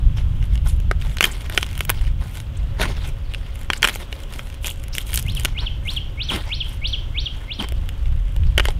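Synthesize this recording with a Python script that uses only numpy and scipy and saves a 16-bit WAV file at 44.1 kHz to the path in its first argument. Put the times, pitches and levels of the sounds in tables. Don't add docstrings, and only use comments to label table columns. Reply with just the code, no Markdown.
import sys
import numpy as np
from scipy import signal
from scipy.fft import rfft, irfft, next_fast_len
from scipy.io import wavfile
from scipy.ndimage import uniform_filter1d, map_coordinates

SR = 44100
rng = np.random.default_rng(int(sys.argv[2]) if len(sys.argv) > 2 else 0)


def to_wav(s):
    ch = np.atleast_2d(s).T
    pcm = np.round(np.clip(ch, -1, 1) * 32767)
    wavfile.write(sys.argv[1], SR, pcm.astype(np.int16))


N = 387807

# pitch_hz, level_db, t60_s
STALK_MODES = [(1160, -3.5, 0.015), (1330, 0, 0.0098), (1584, -2, 0.013), (1874, -2, 0.011),
               (2310, -4, 0.015), (2770, -1, 0.009), (2950, 1.5, 0.015), (3374, 0, 0.0098)]
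# frequency_hz, level_db
CRACK_SPECTRUM = [(1000, -12), (2000, -16), (3500, -4), (4500, 0), (7000, -1), (10000, 1), (15000, -8),
                  (17000, -38)]
# start_s, ring_db, crack_db, knock_db, ring_centre_hz, tilt_db_per_octave
SNAP_CUES = [(0.1835, -35, -54, -44, 2600, -4), (0.4264, -38, -51, -51, 2280, -6),
             (0.5556, -35.5, -43, -55, 2410, -3), (0.5768, -39, -46, -55, 2910, -12),
             (0.8012, -41, -45.5, -40, 2410, 2), (0.913, -16.5, -31, -21.5, 1170, -8),
             (1.0216, -34.5, -41, -55, 2800, -14), (1.1696, -28, -34.5, -47, 1870, -4),
             (1.1845, -30, -30.5, -41, 2690, -12), (1.208, -7, -16.5, -29, 1990, -6),
             (1.2278, -17.5, -24, -38, 2780, -2), (1.241, -11, -18, -34, 2290, -3),
             (1.2431, -10.5, -24, -29, 2680, 2), (1.2533, -21, -24.5, -43, 2470, 6),
             (1.498, -29, -35.5, -35.5, 2320, 10), (1.5764, -8, -23, -19.5, 2180, 1),
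             (1.629, -19, -26.5, -39, 2500, -3), (1.7776, -32, -35, -46, 2510, 9),
             (1.8069, -19, -28, -31, 2130, 6), (1.851, -33.5, -32, -46, 2510, 11),
             (1.895, -16.5, -22, -42, 1930, 2), (1.9011, -16, -15.5, -33, 1930, 16),
             (2.7979, -26.5, -54, -24, 1410, -10), (2.8155, -19, -29, -23, 2020, 1),
             (2.827, -33, -32, -37, 2580, -3), (3.3377, -29.5, -43, -44, 2430, -1),
             (3.347, -25.5, -42, -50, 2710, -1), (3.702, -12.5, -28.5, -33, 2030, -11),
             (3.7335, -17.5, -25.5, -49, 2180, -6), (3.8218, -31, -30, -40, 2610, -7),
             (3.8291, -9, -19.5, -30, 1920, -4), (3.8423, -18.5, -24, -35, 2110, 2),
             (3.8444, -9.5, -31, -31, 2400, -5), (3.8493, -10.5, -22, -30, 1840, -1),
             (3.8743, -18, -23, -34, 2320, -3), (3.8865, -18.5, -28, -42, 2490, 5),
             (3.9579, -30, -33, -31, 2440, 13), (4.127, -26.5, -38.5, -37, 2720, -8),
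             (4.393, -27, -48, -38, 2120, -10), (4.6452, -25, -36, -40, 2650, 10),
             (4.6634, -32, -31.5, -42, 2790, -2), (4.6805, -28.5, -32, -47, 2680, -2),
             (4.8379, -41.5, -38.5, -53, 2490, 5), (4.8824, -43, -40.5, -55, 2600, 6),
             (4.9513, -27, -29, -55, 2810, 0), (4.9823, -19.5, -24, -49, 2610, 0),
             (5.132, -28.5, -32, -55, 2890, 4), (5.1412, -32, -22, -54, 2570, 15),
             (5.1583, -40, -20, -50, 3020, 10), (5.1751, -23.5, -20, -39, 2370, 0),
             (5.2262, -41, -33.5, -55, 2880, 1), (5.3505, -42, -33.5, -43, 3030, 3),
             (5.3973, -32, -30.5, -49, 2990, 0), (5.449, -17, -19.5, -27, 2770, 0),
             (5.4546, -18, -25, -33, 2600, 2), (6.362, -28, -35, -32, 3130, 5),
             (7.625, -30, -39, -35, 2710, 3), (7.6869, -37, -35.5, -52, 2300, 3),
             (7.722, -36.5, -41, -32, 2100, 6), (7.89, -31, -39.5, -47, 2640, 1),
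             (8.0575, -39.5, -58, -55, 2630, -2), (8.364, -37, -44.5, -39, 2890, 7),
             (8.435, -38.5, -65, -55, 1950, -3), (8.579, -11.5, -24, -20, 2650, -2),
             (8.5826, -16.5, -31, -29, 1980, -10), (8.5974, -13.5, -26, -24, 2237, -13),
             (8.603, -18.5, -37, -30, 2390, 1), (8.6545, -19, -29.5, -30, 1945, 1),
             (8.685, -27, -30, -20.5, 2155, -13)]
def snaps(crack_t60_s=0.0066, crack_rise_s=0.00011, pivot_hz=8500, ring_width=0.44,
          knock_hz=370, hollow_hz=720, knock_t60_s=0.018, knock_trim_db=-1):
    out, t = np.zeros(N), np.arange(SR // 25) / SR
    hz, mode_db, t60 = np.transpose(STALK_MODES)[:, :, None]
    for start, ring_db, crack_db, knock_db, ring_hz, tilt in SNAP_CUES + small_snaps():
        detune, strength, polarity = rng.standard_normal((3, len(STALK_MODES), 1))
        weight = amp(mode_db + 0.99 * strength) * np.exp(-.5 * (np.log(hz / ring_hz) / ring_width) ** 2)
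        modes = np.sin(2 * np.pi * hz * np.exp(0.041 * detune) * t)
        ring = np.sum(np.sign(polarity) * weight * amp(-60 * t / t60) * modes, axis=0)
        colour = [(f, db + tilt * max(np.log2(f / pivot_hz), -1)) for f, db in CRACK_SPECTRUM]
        envelope = amp(-60 * t / crack_t60_s) * (1 - np.exp(-t / crack_rise_s))
        crack = coloured(rng.standard_normal(len(t)), colour) * envelope
        turn = 2 * np.pi * np.exp(0.13 * rng.normal()) * t
        knock = (np.sin(knock_hz * turn) - 0.92 * np.sin(hollow_hz * turn)) * amp(-60 * t / knock_t60_s)
        for layer, db in (ring, ring_db), (crack, crack_db), (knock, knock_db + knock_trim_db):
            burst_rms = np.sqrt(np.sum(layer ** 2) / (.005 * SR))
            add(out, start, amp(db) * layer / burst_rms)
    return out


# start_s, length_s, rub_db, rustle_db, crackle_db
HAND_STROKES = [(0.169, .035, -46.5, -55, -39.5), (0.43, .025, -50, -58, -47), (0.525, .025, -53, -52, -49),
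                (0.669, .035, -48, -38, -50), (1.014, .12, -50, -52.5, -45), (1.222, .05, -35, -32.5, -31),
                (1.31, .17, -47.5, -53, -41), (1.519, .11, -42.5, -42, -36), (1.658, .17, -50, -48, -38.5),
                (1.899, .006, -37, -44, -34), (1.942, .13, -48, -57, -40.5), (2.205, .11, -51, -53, -56),
                (2.348, .055, -47.5, -44.5, -39), (2.813, .018, -25, -45, -27),
                (2.847, .075, -39.5, -51, -40), (2.965, .06, -45.5, -59, -44),
                (3.041, .045, -42.5, -46.5, -44), (3.301, .19, -53, -62, -45),
                (3.546, .1, -55.5, -53, -43.5), (3.721, .05, -46.5, -50, -39),
                (3.837, .06, -33.5, -40, -22.5), (3.938, .025, -49, -36.5, -36),
                (4.003, .02, -43, -45, -31.5), (4.117, .12, -55, -53, -48), (4.309, .11, -49, -47, -39.5),
                (4.458, .1, -53.5, -54.5, -44), (4.647, .057, -48.5, -33.5, -38.5),
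                (4.731, .1, -64, -57, -51), (4.945, .07, -46.5, -39, -46), (5.07, .05, -47.5, -42, -40.5),
                (5.136, .06, -48.5, -34, -36), (5.242, .09, -65, -54, -45), (5.369, .08, -52, -44, -40),
                (5.475, .02, -45.5, -56, -50), (5.584, .06, -44.5, -58, -48), (5.865, .09, -52, -43, -46),
                (6.311, .045, -29, -40, -37), (6.373, .04, -40.5, -49, -48), (6.445, .08, -46, -55, -49),
                (6.663, .1, -49.5, -51, -55), (6.882, .01, -66, -50, -54), (7.332, .13, -53.5, -58, -52),
                (7.597, .035, -37, -53, -41), (7.75, .73, -77, -78, -53), (8.58, .02, -44, -51, -15),
                (8.646, .06, -42.5, -47, -37)]
def small_snaps(count=165, spread_db=2.0, crack_db=-5, knock_db=-13, centre_hz=2550):
    start, length, rub_db, rustle_db, crackle_db = np.transpose(HAND_STROKES)
    ends = np.cumsum(length)
    moment = (np.arange(count) + rng.random(count)) / count * ends[-1]
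    stroke = np.searchsorted(ends, moment)
    onset = start[stroke] + ends[stroke] - moment
    strength, pitch, edge = rng.standard_normal((3, count))
    ring_db = crackle_db[stroke] + spread_db * strength
    leafy_db = (rustle_db - rub_db)[stroke]
    edge_db = ring_db + crack_db + 0.85 * leafy_db + edge
    ring_hz = centre_hz * np.exp(0.11 * pitch)
    return list(zip(onset, ring_db, edge_db, ring_db + knock_db, ring_hz, 0.27 * leafy_db))


def stroke_gains(attack_s=0.027, release_s=0.05, depth_db=22, sag_db=0.5):
    rub_power, rustle_power = np.full(N, amp(-60) ** 2), np.full(N, amp(-67.5) ** 2)
    for start, length, rub_db, rustle_db, _ in HAND_STROKES:
        t = np.arange(-2 * attack_s, length + 2 * release_s, 1 / SR)
        fade = np.maximum(-t / attack_s, 0) + np.maximum((t - length) / release_s, 0)
        shape = amp(-depth_db * fade - sag_db * np.clip(t / length, 0, 1))
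        add(rub_power, start - 2 * attack_s, (amp(rub_db) * shape) ** 2)
        add(rustle_power, start - 2 * attack_s, (amp(rustle_db) * shape) ** 2)
    return np.sqrt(rub_power), np.sqrt(rustle_power)


# frequency_hz, level_db
RUB_SPECTRUM = [(100, -35), (170, -1), (322, -4.5), (597, -3.5), (885, -3), (1800, -5), (2020, -2),
                (2620, -6.5), (3480, -5), (7500, -23), (9750, -21.5), (13700, -35), (15000, -31)]
# frequency_hz, level_db
LEAF_SPECTRUM = [(1200, -27), (2500, 4), (3300, 6.5), (4500, -7.5), (6500, -5), (9500, 0.5), (12000, -1),
                 (15000, -4), (16500, -32)]
def handling(rub_trim_db=4, crinkle_db=2.0):
    rub_gain, rustle_gain = stroke_gains()
    skin = patchy(coloured(skin_slips(), RUB_SPECTRUM), depth_db=3.5)
    slide = coloured(rng.standard_normal(N), LEAF_SPECTRUM)
    crinkle = amp(crinkle_db) * coloured(crinkles(), LEAF_SPECTRUM)
    blades = patchy(slide + crinkle, depth_db=2.5)
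    rub = skin * rub_gain * amp(rub_trim_db + 2.2 * wobble(70))
    rustle = blades * rustle_gain * amp(3.4 * wobble(60))
    return rub + rustle


def skin_slips(per_s=1600, spread_db=5.5, friction_db=-2.5):
    sizes = amp(spread_db * np.minimum(rng.exponential(size=N), 3)) * rng.choice([-1, 1], N)
    slips = unit(sizes * (rng.random(N) < per_s / SR))
    return unit(slips + amp(friction_db) * rng.standard_normal(N))


def crinkles(per_s=320, centre_hz=7000, pitch_spread=0.49, decay_db_per_cycle=5, spread_db=5):
    when, pitch, size, phase = rng.random((int(per_s * N / SR), 4)).T[:, :, None]
    hz = np.minimum(centre_hz * (pitch / (1 - pitch)) ** (pitch_spread / 2), SR / 3)
    size_db = spread_db * np.minimum(-np.log(1 - size), 3)
    samples = np.arange(128)
    cycles = hz * samples / SR
    pops = amp(size_db - decay_db_per_cycle * cycles) * np.sin(2 * np.pi * (cycles + phase))
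    positions = (when * N).astype(int) + samples
    return unit(np.bincount(positions.ravel(), pops.ravel(), N)[:N])


def patchy(x, depth_db):
    bands = signal.stft(x, nperseg=256)[2]
    patches = uniform_filter1d(rng.standard_normal(bands.shape), size=7, axis=0)
    patches = uniform_filter1d(patches, size=12, axis=1)
    return unit(signal.istft(bands * amp(depth_db * unit(patches)), nperseg=256)[1][:N])


# start_s, level_db, pitch_hz, length_s
PALM_THUDS = [(2.80, -34, 312, 0.088), (6.305, -29, 304, 0.082), (7.585, -28.5, 251, 0.05)]
# start_s, level_db, pitch_hz, length_s
LEAF_SQUEAKS = [(1.311, -35, 7850, 0.019), (2.567, -45, 7700, 0.013), (3.771, -35.5, 7700, 0.012),
                (4.925, -35, 5070, 0.027)]
def contacts(thud_width=0.36, squeak_width=0.18):
    out = np.zeros(N)
    for cues, width in (PALM_THUDS, thud_width), (LEAF_SQUEAKS, squeak_width):
        for start, db, hz, length in cues:
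            swell = np.sqrt(np.abs(np.hanning(int(length * SR))))
            tone = noise_band(SR // 4, hz, width * hz)[:len(swell)]
            add(out, start, amp(db) * swell * unit(tone))
    return out


# offset_s, pitch_hz, level_db
RISING_NOTE = [(.003, 2130, -45), (.006, 2170, -20.5), (.021, 2245, -11), (.033, 2634, -4.5),
               (.045, 3360, 2.5), (.054, 4030, -4), (.063, 4560, -8.5), (.069, 5450, -16.5),
               (.077, 5900, -22), (.089, 5980, -28)]
FALLING_NOTE = [(0.112, 4810, -40), (.115, 4313, -18), (.120, 3605, -2.5), (.127, 3290, 4.5),
                (.137, 2850, -2.5), (.143, 2380, -25), (.151, 2100, -28)]
# start_s, level_db, pitch_ratio
CHIRP_CUES = [(5.245, -26, 0.94), (5.543, -23, 0.97), (5.845, -20.5, 0.97), (6.169, -20, 0.99),
              (6.485, -19.5, 0.97), (6.811, -18, 1), (7.139, -19.5, 0.99), (7.473, -23.5, 0.96)]
def bird(trim_db=-1, waver=0.011, flutter_db=1.5):
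    out = np.zeros(N)
    drift, flutter = 1 + waver * wobble(250), flutter_db * wobble(300)
    for note in (RISING_NOTE, FALLING_NOTE):
        offset, hz, db = np.transpose(note)
        t = np.arange(offset[0], offset[-1], 1 / SR)
        pitch = uniform_filter1d(np.interp(t, offset, hz), size=200)
        shape_db = np.interp(t, offset, db)
        for start, level_db, ratio in CHIRP_CUES:
            now = round((start + offset[0]) * SR) + np.arange(len(t))
            phase = 2 * np.pi * np.cumsum(pitch * ratio * drift[now]) / SR
            envelope = amp(trim_db + level_db + shape_db + flutter[now])
            add(out, start + offset[0], envelope * np.sin(phase))
    return out


# frequency_hz, level_db
RUMBLE_SPECTRUM = [(8.8, -22), (15, -1.5), (33, 2), (57, -1), (137, -13), (184, -26), (239, -37),
                   (330, -44.5), (430, -76), (730, -120)]
# time_s, buffet_db, flutter_db
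GUSTS = [(0.0, -24, -26), (0.07, -11, -20), (0.12, -20, -23.5), (0.73, -16.5, -24.5), (1.13, -21.5, -26.5),
         (1.2, -27.5, -36.5), (1.91, -26.5, -26.5), (2.05, -13.5, -32), (2.08, -18, -24), (2.37, -34, -31),
         (2.62, -21.5, -27.5), (4.11, -31.5, -38), (5.07, -26.5, -33.5), (5.26, -24, -24),
         (5.51, -23.5, -29.5), (6.19, -28.5, -32.5), (7.17, -24, -32), (7.56, -33, -39), (7.81, -19, -26.5),
         (7.96, -29, -31), (8.03, -18, -35), (8.1, -14, -26.5), (8.32, -22.5, -32.5), (8.42, -14.5, -21.5),
         (8.69, -18, -30), (8.79, -22, -27.5)]
def wind(split_hz=70, fine_hz=160, calm_db=-30, brighten=0.52):
    def below(hz, edge):
        return 1 / (1 + (hz / edge) ** 8)

    def eddies(share):
        rumble = coloured(rng.standard_normal(N), RUMBLE_SPECTRUM)
        band = unit(filtered(rumble, lambda hz: np.sqrt(share(hz))))
        return band / np.sqrt(np.abs(uniform_filter1d(band ** 2, size=SR // 6)) + 1e-6)

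    buffet_db, flutter_db = curves(GUSTS)
    fine_db = flutter_db + brighten * (flutter_db - calm_db)
    large = eddies(lambda hz: below(hz, split_hz))
    small = eddies(lambda hz: 1 - below(hz, split_hz))
    fine = filtered(small, lambda hz: 1 - below(hz, fine_hz))
    return amp(buffet_db) * large + amp(flutter_db) * (small - fine) + amp(fine_db) * fine


# frequency_hz, t60_s
ECHO_DECAY = [(300, 0.5), (1500, 0.6), (3200, 0.42), (4500, 0.4), (6000, 0.5), (14000, 0.2)]
# frequency_hz, level_db
ECHO_SPECTRUM = [(200, -1), (1500, -2), (2400, -3.5), (2900, -2), (3300, 0.5), (3800, -2), (4400, 3),
                 (6000, 2.5), (8000, -3.5), (14000, -6.5)]
def bush_echo(x):
    hz, t, bands = signal.stft(rng.standard_normal(SR * 3 // 4), SR, nperseg=256)
    gain_db = along(ECHO_SPECTRUM, hz)[:, None] - 60 * t / along(ECHO_DECAY, hz)[:, None]
    tail = signal.istft(bands * amp(gain_db), SR, nperseg=256)[1]
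    return signal.fftconvolve(x, tail / np.linalg.norm(tail))[:N]


def early_reflections(x, t60_s=0.036, rise_s=0.0017):
    t = np.arange(SR // 12) / SR
    envelope = amp(-60 * t / t60_s) * (1 - np.exp(-t / rise_s))
    tail = coloured(rng.standard_normal(len(t)), ECHO_SPECTRUM) * envelope
    return signal.fftconvolve(x, tail / np.linalg.norm(tail))[:N]


# frequency_hz, level_db
HUSH_SPECTRUM = [(130, -7), (220, 0), (270, -0.5), (390, -7), (620, -9.5), (900, -12.5), (1400, -14),
                 (2200, -18.5), (2800, -13), (3300, -13), (4200, -28), (6100, -29.5), (10000, -35),
                 (15500, -34.5)]
# time_s, gain_db
DRONE_RIDE = [(0, -3), (2.0, -4), (2.5, 1), (4.8, 2), (5.6, -3), (8.79, -0.5)]
def garden(hush_db=-46, drone_db=-57, drone_hz=545):
    hush = coloured(rng.standard_normal(N), HUSH_SPECTRUM) * amp(hush_db + wobble(3.05))
    drone = unit(noise_band(N, drone_hz, half_width_hz=16))
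    return hush + drone * amp(drone_db + curves(DRONE_RIDE)[0])


def amp(db):
    return 10 ** (np.asarray(db) / 20)


def unit(x):
    return x / np.sqrt(np.mean(x ** 2) + 1e-20)


def along(points, hz):
    frequencies, values = np.transpose(points)
    return np.interp(np.log(hz + 1), np.log(frequencies + 1), values)


def curves(rows):
    times, *columns = np.transpose(rows)
    return [np.interp(np.arange(N) / SR, times, column) for column in columns]


def wobble(rate):
    return map_coordinates(rng.standard_normal(int(N * rate / SR) + 4), [np.arange(N) * rate / SR])


def filtered(x, response):
    size = next_fast_len(len(x) + 8192)
    return irfft(rfft(x, size) * response(np.fft.rfftfreq(size, 1 / SR)), size)[:len(x)]


def coloured(x, spectrum):
    return unit(filtered(x, lambda hz: amp(along(spectrum, hz))))


def noise_band(samples, centre_hz, half_width_hz):
    noise = rng.standard_normal(samples)
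    return filtered(noise, lambda hz: 1 / (1 + ((hz - centre_hz) / half_width_hz) ** 2))


def add(track, start_s, sound):
    part = track[max(0, round(start_s * SR)):][:len(sound)]
    part += sound[:len(part)]


def scene():
    greens = snaps() + handling() + contacts()
    song = bird()
    early = early_reflections(amp(-14.5) * greens + amp(-16.5) * song)
    late = bush_echo(amp(-28.5) * greens + amp(-9.5) * song)
    return (greens + song + early + late + wind() + garden())[None]


def record(dry, top_hz=15700):
    return np.array([filtered(np.clip(x, -1, 1), lambda hz: hz < top_hz) for x in dry])


dry = scene()
out = record(dry)
to_wav(out)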